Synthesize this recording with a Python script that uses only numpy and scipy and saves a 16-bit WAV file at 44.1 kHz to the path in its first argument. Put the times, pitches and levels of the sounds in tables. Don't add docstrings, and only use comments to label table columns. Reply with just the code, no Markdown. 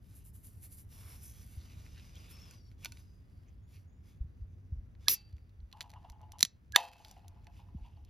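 import sys
import numpy as np
from scipy import signal
from scipy.fft import rfft, irfft, next_fast_len
from scipy.io import wavfile
from scipy.ndimage import uniform_filter1d, minimum_filter1d

SR = 44100
rng = np.random.default_rng(int(sys.argv[2]) if len(sys.argv) > 2 else 0)


def dump(signal):
    limited = np.clip(np.atleast_2d(signal).T, -1, 1)
    pcm = np.round(limited * 32767).astype(np.int16)
    wavfile.write(sys.argv[1], SR, pcm)


N = 356769
T = np.arange(N) / SR
TOP_HZ = 15900

# start_s, end_s, level_db, top_db
SLIDES = [(0, 0.207, -74, -72), (0.35, 0.817, -79, -69), (0.87, 1.164, -65, -61.5), (1.14, 1.56, -68, -65),
          (1.52, 2.253, -67, -73), (1.93, 1.992, -73, -82), (2.18, 2.544, -64.5, -71.5),
          (2.774, 2.862, -61, -66), (2.58, 2.72, -81, -86), (2.877, 3, -68, -71),
          (2.99, 3.463, -83.5, -87.5), (3.658, 3.76, -70.5, -72), (4.01, 4.099, -71.5, -76.5),
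          (4.975, 5.073, -68, -77), (6.97, 7.118, -68, -76), (7.479, 7.59, -73.5, -79.5),
          (7.774, 7.873, -76.5, -84)]
SLIDE_ATTACK_S, SLIDE_SAG_DB_PER_S, SLIDE_RELEASE_T60_S = 0.091, 2, 0.26
GRIP_DB = -86.5
# time_s, level_db
WIPES = [(.165, -60.5), (.262, -60), (.356, -60.5), (.456, -58), (.637, -55), (.727, -55.5), (.785, -56.5),
         (1.24, -54.5), (1.285, -58), (2.31, -61.5)]
WIPE_RISE_S, WIPE_FALL_S = 0.0124, .026
WIPE_BODY_DB = -15.5
# frequency_hz, gain_db
RUB_BODY = [(300, 8), (700, -1), (1200, -2.5), (2500, -0.5), (4000, -0.5), (6000, -2), (8000, -3),
            (10000, -20), (16000, -34.5)]
# frequency_hz, gain_db
RUB_TOP = [(5000, -24), (8000, -6), (9500, -1.5), (11000, -4), (13000, -6), (15000, -9.5), (16000, -21)]
# frequency_hz, width_hz, relative_db
RUB_MODES = [(1150, 88, -5), (1480, 42, -5), (2230, 170, -7), (2750, 300, -8), (3550, 190, -5),
             (4840, 400, -4.5), (5760, 400, -3.5)]

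# frequency_hz, gain_db
AIR = [(15, -46), (25, -18), (43, 0.5), (97, 4), (136, -8), (251, -25), (281, -26.5), (375, -39.5),
       (409, -33), (452, -43.5), (500, -36.5), (650, -67), (1100, -120)]
# time_s, level_db
AIR_LEVEL = [(0, -57.5), (2, -55.5), (3.6, -58.5), (4.9, -55.5), (5.5, -62), (6.1, -60), (7.7, -57.5),
             (8.09, -58.5)]
# frequency_hz, gain_db
LEAVES = [(150, -3.5), (250, 14.5), (500, 8), (1000, 3.5), (2000, 1), (4000, -12.5), (7000, -34),
          (12000, -31), (15000, -15)]
DIP_FROM_DB, DIP_RECOVERY_DB_PER_S = -17.5, 24.5

# centre_s, half_length_s, level_db, pitch_hz
SCRAPES = [(1.075, 0.068, -70, 1140), (1.272, 0.051, -65, 6100), (1.402, 0.032, -70.5, 5800),
           (1.615, 0.015, -70, 4200), (1.72, 0.034, -73, 2480), (1.87, .012, -69, 2400),
           (1.978, .013, -66, 1970), (1.98, .012, -67, 3700), (1.99, .024, -64, 2680),
           (2.163, 0.012, -63, 3260), (2.24, 0.095, -69.5, 2580), (2.362, 0.1, -75.5, 1200),
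           (2.46, .04, -71.5, 2700), (2.849, 0.0092, -54, 2570), (3.484, 0.015, -76, 2450),
           (3.486, 0.0093, -74.5, 6240), (3.76, 0.023, -73, 2500), (4.097, .025, -85, 2400),
           (7.58, 0.032, -75, 2640), (7.86, 0.023, -72.5, 2850), (7.95, 0.03, -81, 2850),
           (8.069, .02, -78.5, 2930)]
SCRAPE_WIDTH_HZ = 720

# centre_s, half_length_s, level_db
SWISHES = [(1.08, .12, -72), (1.72, .17, -73), (2.2, .1, -71), (2.46, .085, -70), (2.95, .15, -80)]
# frequency_hz, gain_db
SWISH_COLOUR = [(120, -6), (300, 2), (700, 0), (1400, 0), (2000, -9), (4000, -12), (7000, -17),
                (12000, -32)]
SWISH_LAG_S = .00036

# time_s, relative_level_db, centre_pitch_hz
BUFFETS = [(1.579, -46, 80.3), (1.775, -51, 74.6), (4.215, -33.5, 88), (4.25, -47, 75.5),
           (4.424, -46, 57.9), (4.728, -40, 79.6), (4.775, -45.5, 51.9), (5.34, -47.5, 72),
           (5.425, -53.5, 74.9), (5.595, -49, 79.5), (5.634, -50, 61.7), (5.972, -49.5, 85),
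           (6.015, -55.5, 180.4), (6.108, -52.5, 80.6), (6.226, -47, 104.5), (6.436, -50, 214.2),
           (7.751, -41, 159.1), (7.765, -46.5, 71.4), (7.82, -49, 54.5)]
BUFFET_CYCLES = 1.13
BUFFET_RISE = 0.29

# time_s, pitch_hz, lower_line_db, upper_line_db
SQUEAKS = [
    [(1.84, 5350, -86, -94), (1.92, 5250, -77, -84), (2.02, 5100, -77, -79), (2.15, 4810, -82, -79),
     (2.29, 4950, -78, -88), (2.335, 5360, -68, -81), (2.365, 5450, -66, -80), (2.383, 5170, -68, -82),
     (2.4, 5430, -67, -81), (2.445, 5320, -65, -78), (2.47, 5150, -70, -79), (2.515, 4980, -72, -77),
     (2.54, 5010, -73, -75), (2.63, 4620, -83, -78), (2.69, 4530, -86, -80), (2.72, 4400, -93, -98)],
    [(2.96, 5280, -88, -98), (3.07, 5020, -83, -94), (3.17, 4900, -86, -97), (3.27, 4970, -96, -105)],
    [(3.62, 6700, -94, -120), (3.72, 6880, -87, -120), (3.8, 6500, -94, -120)],
    [(3.87, 6550, -93, -120), (3.95, 6770, -86, -120), (4.01, 7000, -94, -120)],
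]
SQUEAK_UPPER_RATIO = 1.2
SQUEAK_SECOND_RATIO = 1
SQUEAK_WIDTH_HZ = 85

# time_s, relative_level_db, low_db, treble_db
TICKS = [(1.864, -58.5, 4, -6), (2.155, -57, -21, -3), (2.510, -51, -4, 15), (2.715, -64, 0, -9),
         (2.847, -34, -10, 6), (2.857, -34.5, -3, -7), (2.921, -45, -12, -5), (2.971, -55.5, -3, -10),
         (4.951, -65.5, 4.5, -16.5), (5.327, -68, -7, -8), (5.367, -68, 0, -10), (5.382, -65.5, 3, -10),
         (5.494, -71, -9, -10), (5.603, -69.5, -10, -18), (5.715, -63, -8, -10), (5.727, -46, -12, -13.5),
         (5.8071, -34, -9, -13.5), (5.812, -38, -6, -15), (5.8182, -49, -7, -3), (5.826, -50.5, -7, -4),
         (5.895, -61, -6, -6), (5.902, -53, -7, -6), (5.916, -58.5, -8, -6), (5.937, -53.5, 3, -7),
         (6.099, -50, -5, -2.5), (6.12, -64, -8, 0), (6.215, -65.5, -7.5, 0.5), (6.320, -47, -9, 0),
         (6.385, -50.5, -12, 1.5), (6.392, -44, -12.5, 0.5), (6.405, -37, -6, 0.5), (6.408, -28, -7, -1),
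         (6.4205, -43.5, -9, -2), (6.450, -28, -11.5, -5.5), (6.722, -45.5, -11.5, -1.5),
         (6.7493, -42, -4, -14), (6.982, -66, -10, 2), (7.048, -46.5, -10.5, -14), (7.083, -56, -12, -1),
         (7.112, -48.5, -12, 5), (7.165, -64, 8, -2), (7.281, -51.5, -10, 2.5), (7.444, -68, -6, -2),
         (7.469, -53, 2, -9), (8.049, -61.5, -15, -2)]
TICK_T60_S, TICK_RISE_S = 0.025, .0002
TICK_TOP_DB = -4
# frequency_hz, relative_db, t60_s
TAB = [(930, -10, .2), (1480, 7, .045), (2380, 14, .025), (2640, 5, .063), (4380, 2, .055)]
TAB_LIFTED_S = 4.3
# time_s, level_db, panel_hz, panel_t60_s, low_db, upper_db, top_db, wall_ring_db, gas_pop_db
SNAPS = [(5.0831, -12, 4340, 0.00092, -11.5, -5.5, -8.5, 5, -22),
         (6.4285, -10.5, 4040, 0.0048, -4.5, 6, -1, -7.5, -22.5),
         (6.7604, -5.5, 3617, 0.007, -1, -7.5, -9.5, -5, -2.5)]
# frequency_hz, relative_db, t60_s
LID = [(1182, -13, 0.0019), (1966, -1, 0.0062), (2560, -2, 0.0046), (3380, -3, 0.0043), (4130, -5, .009),
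       (4620, -3, 0.0062), (5050, 4, 0.0021), (5710, 1, 0.0073), (6250, 1, 0.0042), (7270, -3, 0.0058),
       (8277, -15.5, 0.008), (10860, 2, 0.0059), (11650, 1.5, 0.0019), (12340, -5.5, 0.0056),
       (14400, -11, 0.0047)]
REBOUND_S, REBOUND_DB = 0.0033, -23
# end_s, pitch_hz, level_db, swell_t60_s
SWELLS = [(5.082, 1663, -36, 0.035), (6.761, 1660, -24.5, 0.12)]

# frequency_hz, level_db, t60_s
TAUT_RING = [(835, -68, .6), (2046, -61, .3), (2304, -53, .25), (2660, -46.5, 0.3), (2695, -50, .26),
             (3165, -57, .22), (4237, -58, .33), (4317, -60, .33), (4610, -56, .35), (4650, -52.5, .45),
             (4640, -53.5, .58), (4845, -53, .27), (5841, -54, .2)]
# frequency_hz, relative_db, t60_s
SHELL = [(520, -7.5, 0.45), (715, -7.5, .18), (1240, -11, .22), (1674, -8, .2), (1863, -20, .3),
         (2590, -2, .28), (2622, -3, .28), (2634, -1, .3), (2930, -9, .2), (3162, -10, .3),
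         (3220, -15, .45), (3770, -9, .22), (3820, -16, .3), (4145, -18, .35), (4231, -21, .4),
         (4441, -16, .3), (4802, -16, .45), (4880, -11, .25), (5077, -8, .24), (6024, -10, .17),
         (6261, -12, .25)]
# frequency_hz, gain_db
SHELL_WASH = [(200, -17.5), (600, -8.5), (1500, 7), (3000, -1.5), (5000, 3.5), (8000, 9.5), (12000, 2),
              (16000, -13.5)]
SEALED_DB = -16
WALL_WANDER = .65
WALL_WANDER_RATE = 55

JET_START_S, JET_WHISTLE_S, JET_END_S = 5.082, 5.092, 5.141
JET_DB, JET_TOP_DB, JET_SAG_DB_PER_S = -33.5, -24.5, 120
JET_ATTACK_S, JET_RELEASE_T60_S = .017, .1
JET_WHISTLE_ATTACK_S, JET_WHISTLE_RELEASE_T60_S = 0.005, .045
# frequency_hz, gain_db
JET_BODY = [(150, -5.5), (400, -5), (700, -14), (1200, -17.5), (2400, -2.5), (4000, -4.5), (5600, 8),
            (7500, -1), (10000, -8.5), (16000, -20.5)]
# frequency_hz, gain_db
JET_TOP = [(6000, -43.5), (9000, -13.5), (10800, -7.5), (11700, 1.5), (13100, -5), (14500, -9), (16000, -9)]

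# start_s, relative_level_db, sag_db_per_s
FOAM = [(5.15, -70.5, 76), (5.751, -73.5, 41.5), (6.769, -52, 90), (6.95, -81.5, 9.5)]
# frequency_hz, gain_db
FOAM_COLOUR = [(500, -3.5), (1200, -2.5), (1700, 2), (2250, 0), (2700, 8.5), (3100, 2), (3600, 1),
               (4800, 1), (5500, -3.5), (7500, -5.5), (11500, -7), (15000, -13)]
FOAM_ATTACK_S = .02
# start_s, end_s, level_db, sag_db_per_s
CHURNS = [(5.749, 6.38, -67.5, 5.5), (6.994, 8.09, -77, 5)]
# frequency_hz, width_hz, relative_db
HEADSPACE = [(703, 20, -0.5), (767.6, 20, -7), (829, 13, 1), (859, 11, 2.5), (920, 20, -5.5),
             (980, 26, -4.5)]

# time_s, relative_level_db, bubble_pitch_hz, puff_t60_s
GULPS = [(5.735, -58, 960, 0.31), (5.841, -58, 910, .14), (5.931, -60.5, 820, 0.081),
         (5.96, -55.5, 950, 0.16), (6.046, -54.5, 867, 0.1), (6.091, -66, 940, 0.062),
         (6.127, -62.5, 900, 0.17), (6.23, -58.5, 850, 0.13), (6.334, -57.5, 966, 0.25),
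         (7, -60.5, 760, 0.091), (7.057, -63, 745, .12), (7.107, -64.5, 718, .1), (7.167, -59, 736, 0.15),
         (7.243, -64, 790, .11), (7.361, -69, 860, 0.065), (7.47, -62.5, 794, 0.079),
         (7.594, -62.5, 856, 0.14), (7.685, -70.5, 955, 0.076), (7.771, -69, 828, 0.21),
         (7.845, -64, 867, 0.29), (7.971, -73.5, 840, 0.23)]
BUBBLE_WIDTH_HZ = 330
NECK_HZ, NECK_WIDTH_HZ = 2830, 260
GUSH_S, GUSH_DB, GUSH_HZ, GUSH_T60_S = 6.763, -36, 837, .27
GUSH_CHURN_DB, GUSH_CHURN_T60_S = -19, .7

# frequency_hz, left_lead_rad, left_minus_right_db
PORTS = [(200, .2, 1), (800, .3, 3), (1100, .2, -1), (1300, .8, -3.5), (1500, 1.2, -5), (1750, -.2, -5),
         (2200, .2, -2.5), (2900, .55, -1), (4740, .3, 0), (5600, -.85, 0), (6700, -1.2, 0),
         (8400, -3.14, 0), (10000, -4.7, 0), (11700, -6.28, 0), (13000, -7.1, 0), (15300, -9.1, 0)]


def undb(db):
    return 10 ** (np.asarray(db) / 20)


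def unit(x):
    return x / np.sqrt(np.mean(x ** 2) + 1e-30)


def noise(size=N):
    return rng.standard_normal(size)


def walk(rate):
    knots = noise(size=16384)
    return np.interp(T * rate, np.arange(len(knots)), knots)


def grains(rate, spread_db):
    struck = rng.random(N) < rate / SR
    size_db = spread_db * np.minimum(rng.exponential(size=N), 4)
    return unit(struck * noise() * undb(size_db))


def curves(rows):
    s, *columns = np.transpose(rows)
    return [np.interp(T, s, c) for c in columns]


def fade(t, t60):
    return (t >= 0) * np.exp(-np.log(1000) * np.clip(t / max(t60, 1e-4), 0, 5))


def envelope(start, end, db, sag_db_per_s, attack_s, release_t60):
    t = np.maximum(T - start, 0)
    attack = np.minimum(t / max(attack_s, 1e-4), 1)
    return undb(db - sag_db_per_s * t) * attack * fade(np.maximum(T - end, 0), release_t60)


def add(track, s, x):
    i = int(s * SR)
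    track[i:i + len(x)] += x[:N - i]


def colour(x, points, size=4096):
    hz, db = np.transpose(points)
    bins = np.log(np.fft.rfftfreq(size, 1 / SR) + 1)
    cepstrum = irfft(np.log(undb(np.interp(bins, np.log(hz), db))))
    cepstrum[1:size // 2] *= 2
    cepstrum[size // 2 + 1:] = 0
    return signal.fftconvolve(x, irfft(np.exp(rfft(cepstrum))))[:len(x)]


def resonate(x, hz, width):
    return signal.lfilter(*signal.iirpeak(hz, hz / width, SR), x)


def drifting(x, hz, width):
    turn = np.exp(2j * np.pi * np.cumsum(hz) / SR)
    pole = np.exp(-np.pi * width / SR)
    return 2 * np.real(turn * signal.lfilter([1 - pole], [1, -pole], x / turn))


def ring(t, modes):
    return sum((-1) ** k * undb(db) * fade(t, t60) * np.sin(2 * np.pi * hz * t)
               for k, (hz, db, t60) in enumerate(modes))


def hands(grip_db=5, modes_db=6, drift=0.055, catch_db=1.28):
    body_gain, top_gain = undb(GRIP_DB), undb(GRIP_DB - 5.5)
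    for start, end, db, top_db in SLIDES:
        slide = envelope(start, end, 0, SLIDE_SAG_DB_PER_S, SLIDE_ATTACK_S, SLIDE_RELEASE_T60_S)
        body_gain = np.hypot(body_gain, undb(db) * slide)
        top_gain = np.hypot(top_gain, undb(top_db) * slide)
    for s, db in WIPES:
        spread_s = np.where(T < s, WIPE_RISE_S, WIPE_FALL_S)
        wipe = undb(db) * np.exp(-.5 * ((T - s) / spread_s) ** 2)
        body_gain = np.hypot(body_gain, undb(WIPE_BODY_DB) * wipe)
        top_gain = np.hypot(top_gain, wipe)
    fine = grains(rate=12000, spread_db=-2.0)
    coarse = undb(-7) * grains(rate=260, spread_db=-1)
    slips = colour(fine + coarse, RUB_BODY)
    body = slips.copy()
    for hz, width, mode_db in RUB_MODES:
        gain = undb(modes_db + mode_db + grip_db * walk(13))
        body += gain * drifting(slips, hz * np.exp(drift * walk(6)), width)
    body = body / np.sqrt(uniform_filter1d(body ** 2, size=4096) + 1e-18)
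    top = unit(colour(grains(rate=9300, spread_db=-1.0), RUB_TOP))
    return (body * body_gain + top * top_gain) * undb(catch_db * walk(35))


def dip():
    drops = [(T > s) * np.maximum(db - DIP_FROM_DB - DIP_RECOVERY_DB_PER_S * (T - s), 0)
             for s, db, *_ in SNAPS]
    return np.max(drops, axis=0)


def wide(points, side_db):
    side = np.array([[1], [-1]]) * unit(colour(noise(), points))
    return unit(colour(noise(), points)) + undb(side_db) * side


def outdoors(rumble_db=3, drone_db=-7, drone_hz=93, low_mid_db=-11, leaves_db=-80, side_db=-13):
    db = curves(AIR_LEVEL)[0] - dip()
    rumble = undb(rumble_db) * wide(AIR, side_db)
    drone = undb(drone_db) * unit(resonate(resonate(noise(), drone_hz, 16), drone_hz, 16))
    low_mid = [(80, -16.5), (170, 5.5), (280, -2.5), (450, -14.0), (900, -28.0), (3000, -53.5)]
    wind = undb(db + low_mid_db) * wide(low_mid, -7.5)
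    leaves = undb(leaves_db + 0.91 * walk(3.9)) * wide(LEAVES, 1.5)
    return undb(db) * (rumble + drone) + wind + leaves


def scrapes(slip_rate=1500, spread_db=1):
    slips, out = grains(rate=slip_rate, spread_db=spread_db), np.zeros(N)
    t = T[:SR // 3] - 1 / 6
    for s, half, db, hz in SCRAPES:
        run = np.roll(slips, -int(s * SR))[:len(t)]
        run = unit(resonate(resonate(run, hz, SCRAPE_WIDTH_HZ), hz, 2 * SCRAPE_WIDTH_HZ))
        add(out, s + t[0], undb(db) * np.exp(-.5 * (t / half) ** 2) * run)
    return out


def sleeve(flutter_db=1.8, diffuse_db=-6):
    level = sum(undb(db) * np.exp(-.5 * ((T - s) / half) ** 2) for s, half, db in SWISHES)
    level = level * undb(flutter_db * walk(28))
    swish, spread = (unit(colour(grains(rate=3000, spread_db=1), SWISH_COLOUR)) for _ in range(2))
    direct = np.array([np.interp(T - SWISH_LAG_S, T, swish), swish])
    diffuse = undb(diffuse_db) * np.array([[1], [-1]]) * spread
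    return level * (direct + diffuse)


def buffets(push_db=6, sag=0.096, wander=0.21):
    t = T[:SR // 3] - 1 / 6
    out = np.zeros(N)
    for s, db, hz in BUFFETS:
        half = BUFFET_CYCLES / hz
        pitch = hz * np.exp(-sag * np.tanh(t / half) + wander * walk(90)[:len(t)])
        turns = np.cumsum(pitch) / SR
        push = np.sin(2 * np.pi * turns) + undb(-2.0) * np.sin(2 * np.pi * 0.92 * turns)
        swell = np.exp(-.5 * (t / half / np.where(t < 0, BUFFET_RISE, 1)) ** 2)
        add(out, s + t[0], undb(db + push_db) * swell * push)
    return out


def squeaks(waver=.007, second_db=-3, pan_db=6):
    out = np.zeros(N)
    wobble = np.exp(waver * walk(70))
    for stroke in SQUEAKS:
        moving = (T > stroke[0][0]) & (T < stroke[-1][0])
        hz, lower_db, upper_db = (c[moving] for c in curves(stroke))
        strands = [(1, lower_db), (SQUEAK_SECOND_RATIO, upper_db + second_db), (SQUEAK_UPPER_RATIO, upper_db)]
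        for ratio, db in strands:
            pitch = ratio * hz * wobble[moving]
            strand = drifting(noise(size=len(hz)), pitch, SQUEAK_WIDTH_HZ)
            strand = drifting(strand, pitch, 2 * SQUEAK_WIDTH_HZ)
            out[moving] += undb(db) * unit(strand)
    return out * undb(np.array([[pan_db], [-pan_db]]) / 2)


def lid_blow(t, low_db, upper_db, top_db, scrape_t60, scrape_db, rise_s):
    scrape = noise(size=len(t)) * fade(t, scrape_t60)
    blow = (ring(t, LID) + undb(scrape_db) * scrape) * (1 - np.exp(-t / rise_s))
    points = [(300, low_db - 3.0), (1000, low_db), (2200, low_db), (3300, 0.00027), (4400, 0.012),
              (5500, upper_db), (8000, upper_db), (10500, top_db)]
    blow = colour(blow, points, size=512)
    return blow / np.sqrt(np.sum(blow ** 2) / (.003 * SR))


def lid(panel_db=0, swell_s=0.00063, tick_db=-3, tick_ring_db=-4, tab_db=-19, tear_db=-4):
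    t = T[:SR // 6]
    direct, force = np.zeros(N), np.zeros(N)
    for s, db, low_db, treble_db in TICKS:
        tick = undb(db + tick_db) * lid_blow(t, low_db, treble_db, treble_db + TICK_TOP_DB,
                                             scrape_t60=TICK_T60_S, scrape_db=-3, rise_s=TICK_RISE_S)
        add(direct, s, tick + (s < TAB_LIFTED_S) * undb(db + tab_db) * ring(t, TAB))
        add(force, s, undb(tick_ring_db) * tick)
    t_swell = T[:int(.03 * SR)]
    for s, hz, db, t60 in SWELLS:
        onset = np.sin(np.linspace(0, np.pi / 2, len(t_swell)))
        add(direct, s - .03, ring(t_swell, [(hz, db, t60)])[::-1] * onset)
    for s, db, hz, t60, low_db, upper_db, top_db, ring_db, pop_db in SNAPS:
        panel = ring(t, [(hz, 0, t60)]) * (1 - np.exp(-t / swell_s)) ** 2
        panel = panel / np.abs(panel).max()
        pop = ring(t, [(1000, -1, 0.006), (1294, 6.0, 0.0048), (1700, 2.0, 0.0073)])
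        pop = pop * (1 - np.exp(-t / 0.00061))
        tear = lid_blow(t, low_db, upper_db, top_db, scrape_t60=0.013, scrape_db=0.0, rise_s=0.000067)
        snap = undb(db) * (undb(tear_db) * tear + undb(panel_db) * panel + undb(pop_db) * pop)
        rebound = lid_blow(t, low_db=-14.0, upper_db=-11.5, top_db=-14.0,
                           scrape_t60=0.012, scrape_db=0.0, rise_s=0.00054)
        rebound = rebound + ring(t, [(hz, 4, 2 * t60)])
        add(direct, s, snap)
        add(direct, s + REBOUND_S, undb(db + REBOUND_DB) * rebound)
        add(force, s, undb(ring_db) * snap)
    add(direct, SNAPS[0][0], wall_ring(T[:SR], TAUT_RING))
    return signal.sosfilt(signal.butter(2, 260, "high", fs=SR, output="sos"), direct), force


def wall_ring(t, modes):
    out = np.zeros(len(t))
    for hz, db, t60 in modes:
        wander = WALL_WANDER * walk(WALL_WANDER_RATE)[:len(t)]
        out += undb(db) * fade(t, t60) * np.sin(2 * np.pi * hz * t + wander)
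    return out


def wall(force, modes_db=-52, wash_db=-48, wash_t60=0.17, treble_t60=0.098, split_hz=6000):
    t = T[:SR // 2]
    wash = colour(noise(size=len(t)), SHELL_WASH)
    low = signal.sosfiltfilt(signal.butter(4, split_hz, fs=SR, output="sos"), wash)
    wash = low * fade(t, wash_t60) + (wash - low) * fade(t, treble_t60)
    free = np.where(T < SNAPS[-1][0] - .01, undb(SEALED_DB), 1)
    clear = signal.fftconvolve(force * free, undb(modes_db) * wall_ring(t, SHELL))
    crowded = signal.fftconvolve(force, undb(wash_db) * wash)
    return (clear + crowded)[:N]


def jet(sputter_db=-1.5, cavity_t60=0.04, cavity_db=-27):
    cavity = undb(cavity_db) * noise(size=4096) * fade(T[:4096], cavity_t60)
    hiss = noise()
    top = unit(colour(hiss + signal.fftconvolve(hiss, cavity)[:N], JET_TOP))
    body = unit(colour(noise(), JET_BODY))
    flow = envelope(JET_START_S, JET_END_S, JET_DB, JET_SAG_DB_PER_S, JET_ATTACK_S, JET_RELEASE_T60_S)
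    whistle = envelope(JET_WHISTLE_S, JET_END_S, JET_TOP_DB, JET_SAG_DB_PER_S,
                       JET_WHISTLE_ATTACK_S, JET_WHISTLE_RELEASE_T60_S)
    return undb(sputter_db * walk(1000)) * (flow * body + whistle * top)


def foam(fizz_db=-1, churn_attack_s=0.021, churn_release_t60=0.28, churn_flicker_db=3.0):
    fizz = sum(envelope(s, T[-1], db, sag, FOAM_ATTACK_S, 1) for s, db, sag in FOAM)
    fizz = undb(fizz_db) * fizz * undb(2.5 * walk(45))
    bursts = unit(colour(grains(rate=900, spread_db=2.5), FOAM_COLOUR))
    bubbles = grains(rate=540, spread_db=2.5)
    neck = sum(undb(gain_db) * resonate(bubbles, hz, width) for hz, width, gain_db in HEADSPACE)
    neck = unit(colour(neck, [(300, -10.0), (650, 6.0), (1500, 1.5), (2800, 4.5), (6000, -8)]))
    churn = sum(envelope(start, end, db, sag, churn_attack_s, churn_release_t60)
                for start, end, db, sag in CHURNS)
    churn = churn + undb(GUSH_DB + GUSH_CHURN_DB) * fade(T - GUSH_S, GUSH_CHURN_T60_S)
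    return fizz * bursts + churn * undb(churn_flicker_db * walk(30)) * neck


def gurgle(gulp_db=-2, burst_db=4, burst_t60=.025, bubble_db=-8, spit_db=-18, neck_db=-17):
    t = T[:SR // 2]
    out, gas = np.zeros(N), noise(size=N + SR)
    spit_colour = [(300, -10.5), (550, -2), (1400, 3), (2200, -0.5), (2850, 4.5), (3500, -9),
                   (6000, -12.5), (12000, -22.5)]
    for s, db, hz, t60 in [(GUSH_S, GUSH_DB, GUSH_HZ, GUSH_T60_S), *GULPS]:
        decay = fade(t, t60) + undb(burst_db) * fade(t, burst_t60)
        puff = gas[int(s * SR):][:len(t)] * decay * (1 - np.exp(-t / .002))
        bubble = resonate(resonate(puff, hz, BUBBLE_WIDTH_HZ), hz, BUBBLE_WIDTH_HZ)
        cavity = sum(undb(gain_db) * resonate(bubble, f, width) for f, width, gain_db in HEADSPACE)
        tone = undb(bubble_db) * bubble + cavity
        spit = colour(puff, spit_colour, size=512)
        neck = resonate(resonate(puff, NECK_HZ, NECK_WIDTH_HZ), NECK_HZ, 2 * NECK_WIDTH_HZ)
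        parts = [(tone, 0), (spit, spit_db), (neck, neck_db)]
        gulp = sum(undb(part_db) * x / np.std(x[:SR // 40]) for x, part_db in parts)
        add(out, s - .002, undb(db + gulp_db) * gulp)
    return out


def crackle(count=260, level_db=-72, spread_db=4, hz=3600, octaves=.55, t60=.016, rise_s=.0012, gush_db=12):
    seeping = sum(envelope(start, end, 0, sag, FOAM_ATTACK_S, .1) for start, end, _, sag in CHURNS)
    seeping = seeping + undb(gush_db) * fade(T - GUSH_S, .6)
    t, out = T[:SR // 20], np.zeros(N)
    first = CHURNS[0][0]
    for when, (pitch, louder) in zip(rng.random(count), rng.standard_normal(size=(count, 2))):
        pop_hz = min(hz * 2 ** (octaves * pitch), TOP_HZ)
        pop = ring(t, [(pop_hz, level_db + spread_db * louder, t60)])
        add(out, first + when * (T[-1] - first), pop * (1 - np.exp(-t / rise_s)))
    return seeping * out


def ports(x):
    size = next_fast_len(N + 4096)
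    hz, lead, pan_db = np.transpose(PORTS)
    f = np.fft.rfftfreq(size, 1 / SR)
    half = np.exp(.5j * np.interp(f, hz, lead)) * undb(np.interp(f, hz, pan_db) / 2)
    return irfft(rfft(x, size) * np.array([half, 1 / half]), size)[:, :N]


def scene(jet_ring_db=-6, foam_ring_db=2):
    direct, force = lid()
    gas, froth = jet(), foam()
    ringing = wall(force + undb(jet_ring_db) * gas + undb(foam_ring_db) * froth)
    can = hands() + scrapes() + direct + ringing + gas + froth + gurgle() + crackle()
    return ports(can) + outdoors() + sleeve() + buffets() + squeaks()


def record(dry):
    gain = np.minimum(1, .92 / (np.abs(dry).max(axis=0) + 1e-9))
    gain = uniform_filter1d(minimum_filter1d(gain, size=33), size=33)
    return signal.sosfilt(signal.ellip(10, .2, 95, TOP_HZ, fs=SR, output="sos"), dry * gain)


dry = scene()
out = record(dry)
dump(out)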